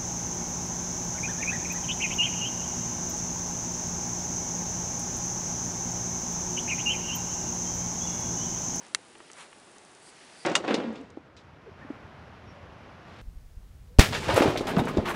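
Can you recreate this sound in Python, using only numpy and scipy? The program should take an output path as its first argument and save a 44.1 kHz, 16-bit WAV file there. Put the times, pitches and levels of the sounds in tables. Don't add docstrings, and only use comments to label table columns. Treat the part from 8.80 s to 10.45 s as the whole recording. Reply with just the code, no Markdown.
import sys
import numpy as np
from scipy import signal
from scipy.fft import rfft, irfft
from scipy.io import wavfile

SR = 44100
rng = np.random.default_rng(int(sys.argv[2]) if len(sys.argv) > 2 else 0)


def dump(signal):
    limited = np.clip(np.atleast_2d(signal).T, -1, 1)
    pcm = np.round(limited * 32767).astype(np.int16)
    wavfile.write(sys.argv[1], SR, pcm)


N = 72765
T = np.arange(N) / SR


def from_db(db):
    return 10 ** (np.asarray(db) / 20)


def rms_one(x):
    return x / np.sqrt(np.mean(x ** 2) + 1e-20)


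def noise(colour):
    hz, db = np.transpose(colour)
    freqs = np.maximum(np.fft.rfftfreq(N, 1 / SR), 1)
    gain = from_db(np.interp(np.log(freqs), np.log(hz), db)) * np.minimum(freqs / hz[0], 1)
    return rms_one(irfft(rfft(rng.standard_normal(N)) * gain, N))


def decay(start, t60):
    return (T >= start) * np.exp(-np.log(1000) * np.maximum(T - start, 0) / t60)


def ring(start, hz, t60):
    return decay(start, t60) * np.sin(2 * np.pi * hz * (T - start))


def friction(strokes, colour):
    grain_db, grains_per_s = 1.5, 500
    swell = sum(from_db(db) * np.exp(-.5 * ((T - peak) / np.where(T < peak, rise, fall)) ** 2)
                for peak, rise, fall, db in strokes)
    grain = np.interp(T * grains_per_s, np.arange(N), rng.standard_normal(N))
    return swell * rms_one(from_db(grain_db * grain) * noise(colour))


def hiss():
    # (frequency [Hz], relative level [dB])
    colour = [(15, -58), (25, -26), (186, -5.5), (361, -2.5), (490, -5.5), (903, -5), (1050, -10),
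              (1160, -7.5), (1260, -9.5), (1500, -9.5), (2040, -11.5), (5780, -18), (9370, -18),
              (10900, -26), (14200, -58), (22000, -120)]
    return from_db(-54.5) * noise(colour)


def mains_buzz():
    mains_hz, level_db, spread_db = 60, -48.5, 2
    starts = np.arange(0, N / SR, 1 / mains_hz)
    clicks = np.zeros(N)
    clicks[(starts * SR).astype(int)] = from_db(level_db + spread_db * rng.standard_normal(len(starts)))
    return signal.fftconvolve(clicks, ring(0, hz=9350, t60=.004))[:N]


def rubs():
    # (peak time [s], rise [s], fall [s], level [dB])
    strokes = [(.02, .05, .06, -56), (.545, .02, .012, -61), (.652, .013, .013, -53)]
    # (frequency [Hz], relative level [dB])
    colour = [(120, -17), (350, -3), (700, -4), (950, 1.5), (1500, -6), (4000, -18), (11000, -27)]
    return friction(strokes, colour)


def ticks():
    # (time [s], level [dB])
    clicks = [(.0490, -50), (.0660, -47), (.0825, -51), (.5160, -40), (.5326, -39.5), (.7832, -50),
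              (.7997, -51), (.9832, -46), (1.0500, -48.5), (1.1500, -48)]
    # (frequency [Hz], relative level [dB])
    colour = [(1500, -20), (4500, -8), (5800, 0.5), (8000, -2), (10000, -4), (11000, -13)]
    return sum(from_db(db) * decay(start, t60=.009) for start, db in clicks) * noise(colour)


def rustles():
    # (peak time [s], rise [s], fall [s], level [dB])
    strokes = [(.05, .06, .04, -59.5), (.47, .07, .05, -62), (1.42, .07, .1, -56), (1.63, .07, .06, -59)]
    # (frequency [Hz], relative level [dB])
    colour = [(300, -18), (1000, -6), (2000, 2), (3500, -3), (6000, -3), (8000, -14.5), (11000, -17)]
    return friction(strokes, colour)


def tap():
    # (frequency [Hz], relative level [dB], t60 [s])
    crack_modes = [(1452, -4.7, .0041), (4467, .8, .0033), (6322, -3.5, .0036), (8980, .6, .0023)]
    # (frequency [Hz], relative level [dB], t60 [s])
    jar_modes = [(1377, -21.5, .0236), (1889, -24, .034), (2148, -7.6, .0134), (2689, -16.3, .0206),
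                 (3135, -14, .0133), (3913, -14.6, .0144), (4315, -21.3, .0096), (5853, -16, .0122),
                 (6190, -21.3, .018), (7090, -22.7, .022), (7560, -24.5, .027), (8000, -24.8, .029),
                 (9020, -25.3, .026), (10069, -33.4, .023)]
    # (frequency [Hz], relative level [dB], t60 [s])
    thump_modes = [(75, -47, .09), (380, -31, .01)]
    # (frequency [Hz], relative level [dB])
    scatter_colour = [(300, -15.5), (900, -14), (1300, -2), (2000, 1), (3500, -2.5), (5000, -10),
                      (7500, -5.5), (9200, -5.5), (11000, -13)]
    start, ring_lag_s, scatter_rise_s = .148, .00033, .002
    crack = sum((-1) ** k * from_db(db) * ring(start, hz, t60)
                for k, (hz, db, t60) in enumerate(crack_modes))
    body = sum(from_db(db) * ring(start + ring_lag_s, hz, t60) for hz, db, t60 in jar_modes)
    thump = sum(from_db(db) * ring(start, hz, t60) for hz, db, t60 in thump_modes)
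    low_cut = signal.butter(6, 1010, "high", fs=SR, output="sos")
    direct = from_db(-10) * (signal.sosfilt(low_cut, crack + body + 1e-18) + thump)
    scatter = from_db(-32) * decay(start, t60=.029)
    room = from_db(-56) * decay(start, t60=.12)
    onset = np.clip((T - start) / scatter_rise_s, 0, 1)
    return direct + (scatter + room) * onset * noise(scatter_colour)


def knocks():
    # (time [s], level [dB], treble cutoff [Hz])
    contacts = [(.1875, -49, 700), (.3525, -43, 3400), (.3615, -45, 500), (.4025, -37, 1500),
                (.5000, -43.5, 3800), (.7285, -42, 4000), (.8725, -47, 1200), (.9605, -44.5, 1400),
                (.9675, -48.5, 1300), (1.2735, -47, 1500), (1.3255, -48, 2500)]
    # (frequency [Hz], relative level [dB], t60 [s])
    modes = [(335, -9, .045), (460, -11, .022), (820, -8, .017), (1120, -6, .019), (1400, -5, .017),
             (1850, -4, .016), (2330, -5.5, .014), (2720, -4, .014), (3150, -3.5, .014), (4200, -10, .01)]
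    rebound_s, rebound_db = .0028, -3.5
    out = np.zeros(N)
    for start, db, cutoff_hz in contacts:
        softening = signal.butter(2, cutoff_hz, fs=SR, output="sos")
        for lag, touch_db in ((0, 0), (rebound_s * rng.uniform(.8, 1.2), rebound_db)):
            ringing = sum((-1) ** k * from_db(mode_db + rng.normal(0, 1.5)) * ring(start + lag, hz, t60)
                          for k, (hz, mode_db, t60) in enumerate(modes))
            out += from_db(db + touch_db) * signal.sosfilt(softening, ringing + 1e-18)
    return out


def brush():
    # (frequency [Hz], relative level [dB])
    colour = [(150, -24), (450, -2.5), (650, -5), (900, 1.5), (2100, .5), (3300, -5), (5000, -9),
              (8500, -7.5), (11000, -12)]
    peak_s, rise_s, fall_s, level_db = .606, .031, .029, -46.2
    return friction([(peak_s, rise_s, fall_s, level_db)], colour)


def slides():
    # (peak time [s], rise [s], fall [s], level [dB])
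    strokes = [(1.226, .008, .022, -59), (1.293, .03, .013, -54), (1.61, .06, .07, -58)]
    # (frequency [Hz], relative level [dB])
    colour = [(2000, -15), (3800, -12), (4700, -7), (5600, -11), (7600, -10), (8200, 1), (8700, -7),
              (9600, -5), (11000, -12.5)]
    return friction(strokes, colour)


def scrapes():
    # (peak time [s], rise [s], fall [s], level [dB])
    strokes = [(1.285, .03, .02, -61), (1.615, .045, .05, -57)]
    # (frequency [Hz], relative level [dB])
    colour = [(3500, -25), (4350, -12), (4720, 0), (5150, -12), (6500, -26)]
    return friction(strokes, colour)


def scene():
    background = hiss() + mains_buzz() + ticks()
    movement = rubs() + rustles() + knocks() + brush() + slides() + scrapes()
    return (background + tap() + movement)[None]


def record(dry):
    high_cut = signal.ellip(10, .2, 70, 11000, fs=SR, output="sos")
    return signal.sosfilt(high_cut, dry)


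dry = scene()
out = record(dry)
dump(out)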